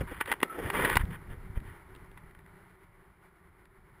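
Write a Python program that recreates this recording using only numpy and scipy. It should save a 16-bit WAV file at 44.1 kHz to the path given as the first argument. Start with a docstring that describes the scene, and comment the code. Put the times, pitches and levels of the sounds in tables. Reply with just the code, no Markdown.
"""Wind thumps on a microphone port over an airy hiss: a small camera swings and spins on a line high
above a park. The rigging rubs and knocks on its plastic housing, the taut line sings briefly, and a rush
of air builds and ends in a snap. The swinging calms to a soft hiss with a few faint ticks.
The camera's coarse mono recorder holds each sample, which adds a thin sizzle on top."""
import sys
import numpy as np
from scipy import signal
from scipy.fft import rfft, irfft
from scipy.io import wavfile

SR = 44100
rng = np.random.default_rng(int(sys.argv[2]) if len(sys.argv) > 2 else 0)


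def generate_wav(signal):
    """Clip the signal to [-1, 1] and save it as 16-bit WAV at the path in sys.argv[1]."""
    frames = np.transpose(np.atleast_2d(signal))
    scaled = np.clip(frames, -1, 1) * 32767
    pcm = np.round(scaled).astype(np.int16)
    wavfile.write(sys.argv[1], SR, pcm)


N = 176400
T = np.arange(N) / SR

# Envelope of the wind rumble on the port: time_s, level_db
RUMBLE_ENVELOPE = [(0, -37.5), (.03, -32.5), (.1, -54), (.2, -51), (.4, -54), (.52, -62), (.6, -49),
                   (.65, -37), (.72, -46.5), (.85, -35.5), (1.03, -39.5), (1.1, -37.5), (1.24, -50.5),
                   (1.32, -45), (1.4, -49), (1.6, -42.5), (1.82, -59), (1.92, -53.5), (2.4, -56.5),
                   (3.05, -65), (3.5, -61.5), (4, -60.5)]
# Tone colour of that rumble: frequency_hz, relative_db
RUMBLE_COLOUR = [(12, -33), (25, 5), (50, -1.5), (100, -1.5), (170, -6), (250, -15.5), (500, -27),
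                 (1500, -57.5)]
# Single eddies thumping the port: time_s, peak_db, width_s
EDDIES = [(0.016, -23.5, 0.002), (0.121, -33.5, 0.0033), (.968, -16.5, 0.0018), (1.011, -19.5, 0.0033),
          (1.039, -20, 0.0027), (1.312, -31.5, 0.0054), (1.576, -18.5, 0.0038)]
# Envelope of the airy hiss: time_s, level_db
HISS_ENVELOPE = [(0, -49.5), (.38, -56.5), (.8, -40), (1.2, -56.5), (1.5, -56.5), (1.76, -53), (1.84, -60),
                 (2, -56.5), (2.25, -60.5), (2.45, -59), (2.9, -62), (3.4, -62), (4, -63)]
# Tone colour of the hiss ahead of its bass cut: frequency_hz, relative_db
HISS_COLOUR = [(130, -24.5), (180, 8), (225, -28), (280, -11), (380, 4), (470, -12.5), (560, -11.5),
               (700, -10), (950, -5.5), (1240, -7.5), (1450, -6), (1600, -10), (2030, -7.5), (2300, -12),
               (2550, -23.5), (2850, -22.5), (3600, -27), (5900, -35)]
# Ringing modes of the plastic housing: pitch_hz, width_hz, gain_db
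HOUSING_MODES = [(243.4, 71, -3), (386, 95.5, 3), (508, 143, -0.5), (722, 270, -8.5), (932, 90.5, 4),
                 (1169, 190, 0), (1490, 120, 3), (1732, 97, 2.5), (1886, 57, 6.5), (2072, 66, 1),
                 (2275, 41, -0.5), (2444, 150, -6), (2863, 51, -5), (3098, 143, -8.5), (3494, 280, -13),
                 (4700, 1000, -28.5)]
# Air and line rushing along the housing: start_s, rise_s, hold_s, fall_s, level_db, hollow_offset_db
RUSHES = [(.002, 0.0046, 0.0052, 0.0041, -36.5, 13.5), (0.066, 0.0024, 0.098, 0.057, -47.5, -30),
          (0.106, 0.0067, 0.011, 0.004, -45, 14), (.2, .006, 0.0047, 0.0086, -29.5, -29),
          (0.251, .004, 0.017, .006, -48, -3), (0.271, 0.0019, 0.028, 0.031, -39, 4.5),
          (0.419, 0.0012, 0.015, .02, -49, 16), (0.473, 0.073, 0.078, 0.033, -49.5, 10),
          (0.573, .012, 0.014, 0.0066, -46, 16.5), (0.589, 0.075, 0.025, 0.0068, -39.5, 7),
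          (0.724, 0.019, 0.15, 0.026, -31.5, 4.5), (0.826, 0.0079, 0.017, 0.0086, -35.5, 10),
          (0.889, 0.026, 0.017, 0.019, -29, -12), (0.987, 0.011, 0.02, 0.0047, -39.5, -14),
          (1.103, 0.0018, 0.05, 0.01, -46.5, -1), (1.294, 0.0061, 0.022, 0.024, -52, 8),
          (1.545, 0.022, 0.0088, 0.0036, -47, 7), (1.643, 0.021, 0.018, 0.052, -52.5, -19)]
# The rigging striking the housing: start_s, level_db, chatter_s, hollow_offset_db, crack_offset_db
KNOCKS = [(.2102, -19, 0.00067, 3, -41), (0.2124, -23, 0.0014, -18, -42), (0.2584, -34.5, 0.0034, -16, -8),
          (0.275, -34, 0.0052, -26, -11), (0.3156, -16.5, 0.0046, -9, -49), (0.3196, -31, 0.0017, 7, -30),
          (0.3242, -17, 0.0024, -20, -48), (.337, -29, 0.003, 1, -32), (0.4023, -35, .003, 7, -8),
          (0.414, -36, .003, -18, -22), (0.4296, -14, 0.0034, 11.5, -2), (0.4305, -20.5, 0.0009, -6.5, -9),
          (0.7008, -20, 0.0048, 0, -39), (.848, -17.5, 0.014, -13, -27), (0.899, -19.5, 0.0018, -17, -10),
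          (0.9553, -18.5, 0.006, 5.5, -4), (0.9691, -10, 0.0032, -20, -8.5),
          (0.9733, -36, 0.00053, -16, -11), (1.054, -52, 0.0011, -23, 4), (1.602, -44.5, 0.0027, -9, -14),
          (1.95, -47.5, 0.0042, 12, -1), (1.961, -49.5, 0.004, 11, -0.5), (2.115, -49.5, 0.0034, 13, -7),
          (2.174, -42.5, 0.0079, 1, -18), (2.31, -52, 0.0025, -1, -10), (2.349, -45, 0.0018, -3, -31),
          (2.39, -49.5, 0.0027, -2, -12), (2.462, -50.5, 0.0016, -9.5, -10), (2.84, -64, 0.0025, -2, 0),
          (3.655, -52.5, 0.00092, -15, -2)]
# Envelope of the taut line's whistle: time_s, level_db
WHISTLE_ENVELOPE = [(.44, -55), (.465, -45.5), (.494, -47.5), (.499, -39), (.52, -40), (.555, -48),
                    (.59, -70)]


def from_db(db):
    return 10 ** (np.asarray(db) / 20)


def unit_rms(x):
    return x / np.sqrt(np.mean(x ** 2) + 1e-20)


def envelope(points):
    """A fader ride through (time_s, level_db) points."""
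    return from_db(np.interp(T, *np.transpose(points)))


def coloured_noise(colour):
    """Noise shaped by an EQ curve, at unit rms."""
    hz, db = np.transpose(colour)
    bins = np.maximum(np.fft.rfftfreq(N, 1 / SR), 1)
    eq = from_db(np.interp(np.log(bins), np.log(hz), db))
    return unit_rms(irfft(rfft(rng.standard_normal(N)) * eq, N))


def flutter(depth_db, rate_hz):
    """A gain that wavers at random, mostly slower than rate_hz."""
    bins = np.fft.rfftfreq(N, 1 / SR)
    drift = irfft(rfft(rng.standard_normal(N)) / (1 + (bins / rate_hz) ** 2), N)
    return from_db(depth_db * unit_rms(drift))


def resonance(x, hz, width_hz):
    """One ringing band, unity gain at its peak."""
    radius = np.exp(-np.pi * width_hz / SR)
    feedback = [1, -2 * radius * np.cos(2 * np.pi * hz / SR), radius ** 2]
    return signal.lfilter(np.array([1, 0, -1]) * (1 - radius ** 2) / 2, feedback, x + 1e-18)


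def wind_buffeting():
    """Lumpy rumble on the port; each eddy thumps as a pressure peak between two troughs."""
    rumble = coloured_noise(RUMBLE_COLOUR) * envelope(RUMBLE_ENVELOPE)
    rumble *= unit_rms(flutter(depth_db=2.5, rate_hz=29))
    for time_s, peak_db, width_s in EDDIES:
        away = np.abs(T - time_s) / width_s
        rumble += from_db(peak_db) * (1 - away ** 2 / 2) * np.exp(-np.minimum(away, 50))
    return rumble


def air_hiss():
    """A smooth bed of moving air that sinks as the swinging calms."""
    bass_cut = signal.butter(2, 123, "high", fs=SR, output="sos")
    hiss = unit_rms(signal.sosfilt(bass_cut, coloured_noise(HISS_COLOUR)))
    return hiss * envelope(HISS_ENVELOPE) * flutter(depth_db=1.55, rate_hz=8.3)


def housing(force, hollow_force, damping=1, hollow_below_hz=850):
    """The plastic shell rings in modes of alternating polarity; the hollow lows get their own drive."""
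    ring = 0
    for k, (pitch_hz, width_hz, gain_db) in enumerate(HOUSING_MODES):
        drive = hollow_force if pitch_hz < hollow_below_hz else force
        ring += (-1) ** k * from_db(gain_db) * resonance(drive, pitch_hz, width_hz * damping)
    return ring


def friction_rushes(grains_per_s=1700, grain_spread_db=3, grit_db=4):
    """Air and line rub along the housing, which colours each gritty, fluttering swell."""
    grains = (rng.random(N) < grains_per_s / SR) * rng.choice([-1, 1], N)
    grit = unit_rms(grains * from_db(grain_spread_db * np.minimum(rng.exponential(1, N), 4)))
    friction = rng.standard_normal(N) + from_db(grit_db) * grit
    friction *= flutter(depth_db=0.73, rate_hz=210)
    friction /= np.std(housing(friction, friction))
    power, hollow_power = 0, 0
    for start_s, rise_s, hold_s, fall_s, level_db, hollow_offset_db in RUSHES:
        attack = np.clip((T - start_s) / rise_s, 0, 1)
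        release = np.exp(-np.maximum(T - start_s - rise_s - hold_s, 0) / fall_s)
        swell = from_db(level_db) * attack * release
        power += swell ** 2
        hollow_power += (from_db(hollow_offset_db) * swell) ** 2
    return housing(friction * np.sqrt(power), friction * np.sqrt(hollow_power))


def rigging_knocks(chatter_db=-23, rattle_db=-40, rattle_s=0.011, crack_hz=3200, crack_width_hz=490):
    """The rigging hits the shell: one hard contact, quick chatter, a faint rattle and a dry crack."""
    force, hollow_force, crack_force = np.zeros((3, N))
    for start_s, level_db, chatter_s, hollow_offset_db, crack_offset_db in KNOCKS:
        age_s = (np.arange(N) - int(start_s * SR)) / SR
        hit = age_s == 0
        tail_s = np.clip(age_s, 0, 1)
        chatter = from_db(chatter_db) * np.exp(-np.minimum((tail_s / chatter_s) ** 2, 50))
        rattle = from_db(rattle_db) * np.exp(-tail_s / rattle_s)
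        contact = from_db(level_db) * (hit + (age_s > 0) * (chatter + rattle) * rng.standard_normal(N))
        force += contact
        hollow_force += from_db(level_db + hollow_offset_db) * hit  # only the first hit moves the lows
        crack_force += from_db(crack_offset_db) * contact
    damping = 2.44  # a hard contact chokes the shell's ring
    click = signal.unit_impulse(N)
    shell = housing(force, hollow_force, damping) / np.abs(housing(click, click, damping)).max()
    crack = resonance(crack_force, crack_hz, crack_width_hz)
    return shell + crack / resonance(click, crack_hz, crack_width_hz).max()


def singing_line(pitch_hz=1315, width_hz=55):
    """The taut line sings briefly in a narrow, unsteady whistle."""
    breathy_band = resonance(rng.standard_normal(N), pitch_hz, width_hz)
    whistle = unit_rms(resonance(breathy_band, pitch_hz, width_hz))
    gate = (T > WHISTLE_ENVELOPE[0][0]) * (T < WHISTLE_ENVELOPE[-1][0])
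    return whistle * envelope(WHISTLE_ENVELOPE) * gate


def scene():
    """Every layer reaches one microphone, the same on both channels."""
    mono = friction_rushes() + rigging_knocks() + wind_buffeting() + air_hiss() + singing_line()
    return np.tile(mono, (2, 1))


def record(dry):
    """The recorder rounds off peaks, holds each slow sample for a mirrored sizzle, and cuts the top."""
    ceiling, hold_hz, cutoff_hz = 0.55, 12000, 15600
    saturated = ceiling * np.tanh(dry / ceiling)
    coarse = signal.resample_poly(saturated, hold_hz, SR, axis=1)
    stair_steps = np.repeat(coarse, 4, axis=1)
    held = signal.resample_poly(stair_steps, SR, 4 * hold_hz, axis=1)[:, :N]
    top_cut = signal.ellip(10, .2, 80, cutoff_hz, fs=SR, output="sos")
    return signal.sosfilt(top_cut, held)


dry = scene()
out = record(dry)
generate_wav(out)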